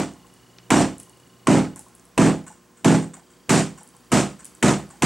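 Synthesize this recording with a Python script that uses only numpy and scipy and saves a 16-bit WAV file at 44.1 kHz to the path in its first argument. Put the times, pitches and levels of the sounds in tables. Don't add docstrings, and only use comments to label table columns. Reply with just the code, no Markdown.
import sys
import numpy as np
from scipy import signal
from scipy.io import wavfile
from scipy.ndimage import uniform_filter1d, minimum_filter1d

SR = 44100
rng = np.random.default_rng(int(sys.argv[2]) if len(sys.argv) > 2 else 0)


def amplitude_ratio(level_db):
    exponent = np.asarray(level_db, float) / 20
    return 10 ** exponent


def wav_out(sig):
    wavfile.write(sys.argv[1], SR, np.round(np.clip(np.atleast_2d(sig).T, -1, 1) * 32767).astype(np.int16))


N = 222873

# frequency in Hz, likeness 0-1.
BLOW_LIKENESS = [(60, 0.3), (180, 1), (550, .98), (1650, 0.98), (2800, 1), (4970, 0.91), (15000, 0.82)]
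# frequency in Hz, left minus right in dB.
BALANCE = [(60, -3), (240, -1.6), (950, -1.1), (3770, -.8), (15000, 0)]


def evened(x):
    return x / np.sqrt(np.mean(x ** 2) + 1e-20)


def read(points, hz):
    f, value = np.transpose(points)
    return np.interp(np.log(hz + 1), np.log(f + 1), value)


def add(mix, start_s, sound):
    at = round(start_s * SR)
    part = mix[..., max(at, 0):max(at + sound.shape[-1], 0)]
    part += sound[..., max(-at, 0):][..., :part.shape[-1]]


def noise(seconds, shape, likeness, size=256):
    hop = size // 4
    frames = int(seconds * SR) * 4 // size + 5
    hz = np.fft.rfftfreq(size, 1 / SR)[:, None]
    t = np.arange(frames) * hop / SR
    a, b, c, d = rng.standard_normal((frames, len(hz), 4)).T
    side_gain = np.sqrt((1 - np.clip(read(likeness, hz), 0, 1)) / 2)
    mid = np.sqrt(1 - side_gain ** 2) * (a + 1j * b)
    side = side_gain * (c + 1j * d)
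    lean = amplitude_ratio(read(BALANCE, hz) / 2)
    z = np.array([(mid + side) * lean, (mid - side) / lean]) * shape(hz, t)
    return signal.istft(z, nperseg=size, noverlap=size - hop)[1][:, :int(seconds * SR)]


def burst(colour, t60_s, rise_ms, seconds):
    t = np.arange(int(seconds * SR)) / SR
    puff = evened(noise(seconds, lambda hz, _: amplitude_ratio(read(colour, hz)), BLOW_LIKENESS))
    return puff * (1 - np.exp(-t * 1000 / rise_ms)) * amplitude_ratio(-60 * t / t60_s)


def uneven_time(count, depth, size):
    waver = evened(uniform_filter1d(rng.standard_normal(count), size=size))
    return np.cumsum(1 + depth * waver) / SR


def chatter(sound, depth_db):
    lumps = evened(uniform_filter1d(rng.standard_normal(sound.shape[1]), size=110))
    return sound * amplitude_ratio(depth_db * lumps)


def ringing(sound, ring_db):
    # frequency in Hz, relative level in dB, t60 in seconds (resonators use at least 0.01).
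    hardware_modes = [(1512, -6, 0.069), (1770, -2, 0.17), (2180, -0.5, 0.18), (2824, -1.5, 0.076),
                      (3570, 1, 0.099), (4280, 0.5, .1), (5650, 8, 0.13), (6100, 2, 0.046),
                      (6800, -2, 0.12), (7006, 1.5, 0.032), (7330, -1, 0.057), (7700, 3.5, 0.087),
                      (8300, 2, 0.043), (8460, -5.5, 0.047), (8700, -4, 0.048)]
    out = sound.copy()
    for hz, db, t60_s in hardware_modes:
        resonator = signal.iirpeak(hz, hz * max(t60_s, .01) / 2.6, SR)
        out += amplitude_ratio(ring_db + db) * signal.lfilter(*resonator, sound)
    return out


def air_wash():
    # frequency in Hz, relative density in dB per Hz.
    colour = [(25, -32), (42, -39), (60, -12.5), (100, -20), (150, -10.5), (300, -10), (430, -17.5),
              (650, -18.5), (800, -19.5), (1060, -19), (2080, -25.5), (4000, -28.5), (7790, -27),
              (10000, -32), (15500, -39), (16500, -50)]
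    # time in seconds, level in dB.
    level_points = [(0, -55), (1.4, -56), (2.1, -56), (2.7, -58), (5.05, -53.5)]
    # frequency in Hz, left-right likeness 0-1.
    likeness = [(60, 0.43), (180, 0.79), (550, 0.83), (1650, 0.99), (4970, 0.96), (15000, 0.66)]
    wash = noise(N / SR + .1, lambda hz, _: amplitude_ratio(read(colour, hz)), likeness, size=2048)[:, :N]
    return evened(wash) * amplitude_ratio(np.interp(np.arange(N) / SR, *np.transpose(level_points)))


def hums():
    # frequency in Hz, noise width in Hz, level in dB until 1.6 s, level in dB from 2.2 s.
    hum_rows = [(59.5, 2, -73, -72), (120, 3, -60, -71), (178, 3, -67, -65), (241, 4, -70, -68),
                (360, 4, -67, -66), (382, 4, -68, -73), (481, 4, -70, -70), (1052, 30, -71, -70)]
    t, out = np.arange(N) / SR, np.zeros(N)
    for hz, width_hz, early_db, late_db in hum_rows:
        pole = np.exp(-np.pi * width_hz / SR)
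        drift = signal.lfilter([1], [1, -pole], rng.standard_normal((2, N)))
        phasor = 4.3 + evened(drift[0]) + 1j * evened(drift[1])
        tone = phasor * np.exp(2j * np.pi * hz * t)
        out += evened(tone.real) * amplitude_ratio(np.interp(t, [1.6, 2.2], [early_db, late_db]))
    return out


def whine():
    hz, rms_db = (15735, -73)
    throb_hz, throb_depth = 13.1, .6
    t = np.arange(N) / SR
    throb = 1 + throb_depth * np.sin(2 * np.pi * throb_hz * t - 1.6)
    return np.sqrt(2) * amplitude_ratio(rms_db) * np.sin(2 * np.pi * hz * t) * throb


def focus_motor():
    # start in seconds, end in seconds, lower tone in Hz, lower level in dB, upper level in dB.
    runs = [(0, 1.75, 2910, -60, -67), (3.15, 3.5, 3180, -65, -65), (3.5, 5.1, 3115, -66, -65)]
    frames_per_s, upper_offset_hz = 30000 / 1001, 1545
    t, out = np.arange(N) / SR, np.zeros(N)
    frame = t * frames_per_s + .17
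    swell = np.sin(np.pi * np.clip(frame % 1 / .38, 0, 1))
    frame_gain = amplitude_ratio(0.5 * rng.standard_normal(400)[frame.astype(int)])
    turns = 2 * np.pi * uneven_time(N, .008, 90)
    for start_s, end_s, hz, low_db, high_db in runs:
        tones = amplitude_ratio(low_db) * np.sin(hz * turns) + amplitude_ratio(high_db) * np.sin((hz + upper_offset_hz) * turns)
        out += (t >= start_s) * (t < end_s) * tones
    return np.sqrt(2) * swell * frame_gain * out


def grit():
    # start in seconds, level in dB, pitch in Hz, dull part in dB.
    ticks = [(0.1365, -41, 7700, -22), (0.3387, -41, 9250, -22), (0.5848, -33.5, 4800, 3),
             (0.5863, -36.5, 3000, 10), (0.982, -28.5, 8900, -24), (0.9997, -24, 9040, -10),
             (1.0033, -38, 9700, -22), (1.0085, -38, 8600, -22), (1.0322, -34, 8900, -22),
             (1.096, -36, 9000, -11), (1.1725, -45, 8730, -29), (1.2002, -42, 8700, -25),
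             (1.275, -42.5, 8670, -17), (1.338, -51, 8500, -20), (1.76, -25.5, 8700, -20),
             (1.793, -22.5, 9000, -14), (1.8843, -39, 8700, -22), (1.9513, -33.5, 9200, -40),
             (1.9963, -40.5, 7550, -25), (2.0532, -39, 9500, -19), (3.8097, -53, 9500, -22),
             (3.8324, -32.5, 9400, -27), (3.8756, -36, 8700, -26), (3.889, -36.5, 8550, -21),
             (3.9662, -39, 9150, -22), (3.989, -59, 9000, -22), (4.007, -50, 9500, -22),
             (4.0477, -45.5, 9000, -18), (4.446, -26, 8750, -10), (4.4645, -32, 8600, -20),
             (4.4539, -23, 9150, -11), (4.5506, -32.5, 8700, -27), (4.79, -42, 10500, -22),
             (4.891, -41, 9200, -24)]
    pair = (.9, 1.12)
    dust_count, pan_db = 14, 1.5
    dust = [(u * N / SR, -50.5 + 6 * v, 7520 + 1600 * w, -20) for u, v, w in rng.random((dust_count, 3))]
    pan = amplitude_ratio([[pan_db / 2], [-pan_db / 2]])
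    out, t = np.zeros((2, N)), np.arange(int(.2 * SR)) / SR
    envelope = amplitude_ratio(-60 * t / .0028) * (1 - np.exp(-t / .00022)) ** 2
    for start_s, db, hz, dull_db in ticks + dust:
        click = sum(np.sin(2 * np.pi * hz * k * t) for k in pair) * envelope
        around = [(300, dull_db - 6), (hz / 2, dull_db), (hz * .8, -3), (hz, 0), (hz * 1.2, -4),
                  (hz * 1.45, -18), (SR / 2, -36)]
        add(out, start_s, amplitude_ratio(db) * pan * click / click.max())
        add(out, start_s, amplitude_ratio(db - 13) * burst(around, .012, .3, .02))
        add(out, start_s + 0.0014, amplitude_ratio(db - 24.5) * burst(around, 0.27, 0.3, .3))
    return out


def rocking_block():
    # start in seconds, first edge in dB, second edge in dB, settling in dB.
    rocks = [(0.156, -41.5, -52, -62), (0.244, -41.5, -59, -51), (1.069, -43.5, -54, -58),
             (1.759, -37, -40, -51), (1.863, -40, -53, -65), (2.469, -36, -35, -48), (3.139, -37, -37, -48),
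             (3.776, -38, -38, -49), (3.944, -43, -67, -64), (4.901, -37, -38.5, -55)]
    # frequency in Hz, t60 in s, delay in s.
    edges = [(1055, .05, 0), (843, .06, .033), (843, .05, .078)]
    scuff_colour = [(400, -12), (800, 17), (1800, -20), (3500, -17)]  # Hz, dB per Hz
    out, t = np.zeros((2, N)), np.arange(int(.2 * SR)) / SR
    for start_s, *edges_db in rocks:
        for db, (hz, t60_s, delay_s) in zip(edges_db, edges):
            envelope = amplitude_ratio(db - 60 * t / t60_s) * (1 - np.exp(-t / 0.0039))
            tone = np.sin(2 * np.pi * hz * uneven_time(len(t), .045, 150))
            add(out, start_s + delay_s, envelope * tone)
            add(out, start_s + delay_s, amplitude_ratio(db - 13.0) * burst(scuff_colour, 0.14, 4.2, .15))
    return out


def landing_hardware():
    # start in seconds, peak level in dB.
    landings = [(0.093, -56), (1.7582, -35.5), (2.4652, -31), (2.5228, -41.5), (2.7713, -45.5),
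                (3.017, -32), (3.135, -29), (3.303, -47.5), (3.7745, -34.5), (3.948, -49), (4.39, -34.5),
                (4.901, -36)]
    # frequency in Hz, relative density in dB per Hz.
    colour = [(100, -45), (400, -20), (750, -3), (1080, -3), (1520, 0), (2520, -11), (5180, -21),
              (6900, -7), (8050, -2), (9500, -10), (15000, -44)]
    out = np.zeros((2, N))
    for start_s, peak_db in landings:
        impact = burst(colour, .26, 1.5, .3) + burst(colour, .025, .5, .3)
        clatter = ringing(chatter(impact, 4), 9)
        add(out, start_s, amplitude_ratio(peak_db) * clatter / abs(clatter).max())
    return out


def shock():
    # frequency in Hz, relative density in dB per Hz.
    colour = [(80, -10), (220, 0), (500, -9), (900, -24), (16000, -50)]
    return amplitude_ratio(-33) * burst(colour, .06, 3.5, .03)


def thud(t):
    # frequency in Hz, relative density in dB per Hz.
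    colour = [(20, -15), (40, -20), (60, -13), (100, -12), (200, -69)]
    rumble = noise((len(t) + .5) / SR, lambda f, _: amplitude_ratio(read(colour, f)), [(20, 0.2), (100, 0.88)], size=4096)
    return amplitude_ratio(-30.5) * evened(rumble) * (1 - np.exp(-t / 0.0026)) * amplitude_ratio(-60 * t / 0.41)


def shaken_hardware(t, tilt_db):
    # frequency in Hz, relative density in dB per Hz.
    colour = [(3000, -6.5), (5000, -10), (6000, -7), (7900, -1.5), (9200, -6), (12000, -21.5), (16000, -39)]
    jingle = chatter(burst(colour, 0.3, 21.7, (len(t) + .5) / SR), 0.71)
    return amplitude_ratio(-20.5 + 3.9 * tilt_db) * ringing(jingle, 4.8)


def roar(t, tilt_db):
    # frequency in Hz, relative density in dB per Hz.
    colour = [(40, -45), (150, -30), (300, 3), (490, -13.5), (700, -12.5), (1000, -18), (1460, -21.5),
              (2410, -26.5), (3870, -35), (5100, -35), (7800, -30.5), (10000, -40.5), (15700, -60)]
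    # frequency in Hz, t60 in seconds.
    decay = [(100, 0.5), (260, 0.3), (700, 0.29), (1840, 0.28), (4850, 0.31), (12800, 0.15)]
    # frequency in Hz, rise time constant in ms.
    onset = [(100, 3.1), (500, 12), (2000, 2.2), (9000, 3.6)]

    def diffuse(f, s):
        lumps = uniform_filter1d(rng.standard_normal((len(f), len(s))), size=5, axis=0)
        lumps_db = 1.4 * evened(uniform_filter1d(lumps, size=7, axis=1))
        rise = 1 - np.exp(-s * 1000 / read(onset, f))
        low_cut = 1 / (1 + (420 / (f + 1)) ** 4)
        colour_db = read(colour, f) + tilt_db * np.log2(1 + f / 500)
        return rise * low_cut * amplitude_ratio(colour_db - 60 * s / read(decay, f) + lumps_db)

    field = noise((len(t) + .5) / SR, diffuse, BLOW_LIKENESS, size=512)
    return amplitude_ratio(-2) * chatter(field, 1.54) * (1 - np.exp(-t / 0.0085))


def box_modes(t, place):
    # frequency in Hz, relative level in dB struck at the near end, in the middle,
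    # at the far end, t60 in seconds.
    modes_table = [(66.9, -32.5, -41, -29.5, 0.65), (71.6, -38, -22, -5.5, 0.15),
                   (105.1, -18, -16, -22.5, 0.36), (121.2, -13, -6, -6, 0.29),
                   (142.7, -15.5, -7.5, -5.5, 0.36), (166.84, -11, 1.5, -8.5, 0.35),
                   (194.4, -11, -12.5, -5, 0.37), (205.4, -8.5, -1, -3, 0.34),
                   (242.3, -2.5, -2.5, 4.5, 0.22), (260.7, -2.5, 1.5, -8.5, 0.32),
                   (299.7, -1.5, -2, -5.5, 0.31), (332, -8, -6, -7, 0.31), (369.7, -7, -6.5, -4, 0.26),
                   (390, -14, -5.5, -9.5, 0.31), (433.4, -13.5, -11, -21, 0.28),
                   (469.4, -11, -18, -4.5, 0.22), (497.5, -25, -15.5, -18, 0.37),
                   (536.5, -14, -19.5, -16.5, 0.31), (591.6, -22, -19, -14, 0.33),
                   (639, -9.5, -26, -23, 0.22), (655, -16, -12, -14, 0.28), (698, -8, -33, -9.5, 0.3),
                   (838, -20.5, -19.5, -52, 0.36), (907, -10, -9, -8, 0.13), (998, -6.5, -10.5, -41, 0.18),
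                   (1257, -26, -35, -15, 0.34)]
    swell_db, side_db = 2, -16.5
    hz, near_db, middle_db, far_db, t60_s = np.transpose(modes_table)[:, :, None]
    u = 2 * np.clip(place, 0, 1)
    db = middle_db + max(1 - u, 0) * (near_db - middle_db) + max(u - 1, 0) * (far_db - middle_db)
    sign = (-1) ** np.arange(len(hz))[:, None]
    side = amplitude_ratio(side_db) * np.exp(2j * np.pi * rng.random((len(hz), 1)))
    lean = amplitude_ratio(read(BALANCE, hz) / 2)
    ports = np.array([(1 + side) * lean, (1 - side) / lean])
    modes = sign * amplitude_ratio(db - 60 * t / t60_s) * np.exp(2j * np.pi * hz * t)
    modes *= (1 - np.exp(-t / 0.0045)) ** 5
    swell_phase = rng.uniform(3, 8, hz.shape) * t + rng.random(hz.shape)
    modes *= amplitude_ratio(swell_db * np.sin(swell_phase))
    return amplitude_ratio(-5.5) * (ports * modes).imag.sum(axis=1)


def knock(t, hz, db):
    envelope = amplitude_ratio(db - 60 * t * hz / 48) * (1 - np.exp(-t / 0.0032))
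    return envelope * np.sin(2 * np.pi * hz * uneven_time(len(t), .17, 60))


def crack(db):
    # frequency in Hz, relative density in dB per Hz.
    colour = [(60, -31), (250, 15), (500, -14), (980, -0.5), (1760, -6.5), (2580, -0.5), (4710, -18.5),
              (8000, -5.5), (10500, -15), (15700, -38)]
    snap = burst(colour, 0.018, 0.8, .06)
    t = np.arange(snap.shape[1]) / SR
    return amplitude_ratio(db) * snap * (1 - np.exp(-t / 0.0015))


def blow(strength_db, crack_db, tilt_db, place, knock_hz, knock_db):
    t = np.arange(int(.8 * SR)) / SR
    out = box_modes(t, place) + roar(t, tilt_db) + shaken_hardware(t, tilt_db) + thud(t)
    add(out, 0, crack(crack_db))
    out += knock(t, knock_hz, knock_db)
    return amplitude_ratio(strength_db) * out


def hammering():
    # start in seconds, strength in dB, crack in dB, brightness in dB per octave (well above
    # 500 Hz), place along the edge 0-1, knock in Hz, knock in dB; crack and knock relative to strength.
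    blows = [(-.125, 5.5, -10, 0.8, 0.08, 950, -12), (0.7035, 8, -4.5, 0.5, 0.09, 934, -10.5),
             (1.470, 8.5, -13, -0.76, 0.26, 1024, -8), (2.177, 6.5, -9, -0.23, 0.34, 960, -10),
             (2.8448, 5, -10, 0.24, 0.5, 858, -14), (3.4927, 1.5, -8, 2, 0.63, 850, -22),
             (4.1169, -1, -9, 1.71, 0.98, 1165, -8.5), (4.6258, 1, -6, 1.03, 0.95, 2395, 0),
             (5.021, 1, -4, 2, 0.4, 997, -7)]
    shock_lead_s = .007
    out = np.zeros((2, N))
    for start_s, *how in blows:
        add(out, start_s, blow(*how))
        add(out, start_s - shock_lead_s, shock())
    return out


def scene():
    loose_things = landing_hardware() + rocking_block() + grit()
    background = focus_motor() + air_wash() + hums() + whine()
    return loose_things + background + hammering()


def band_limit(x):
    return signal.sosfilt(signal.butter(12, 15850, fs=SR, output="sos"), x)


def record(dry):
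    threshold_db, release_db_per_s, share = -5.0, 400., .9
    dry = signal.sosfilt(signal.butter(2, 45, "high", fs=SR, output="sos"), dry)
    level_db = 20 * np.log10(abs(dry).max(0) + 1e-9)
    peak_db = -minimum_filter1d(-level_db, size=485)
    fall_db = np.arange(N) * release_db_per_s / SR
    held_db = np.maximum.accumulate(peak_db + fall_db) - fall_db
    over_db = np.maximum(held_db - threshold_db, 0)
    limited = dry / amplitude_ratio(share * uniform_filter1d(over_db, size=301))
    return band_limit(limited)


dry = scene()
out = record(dry)
wav_out(out)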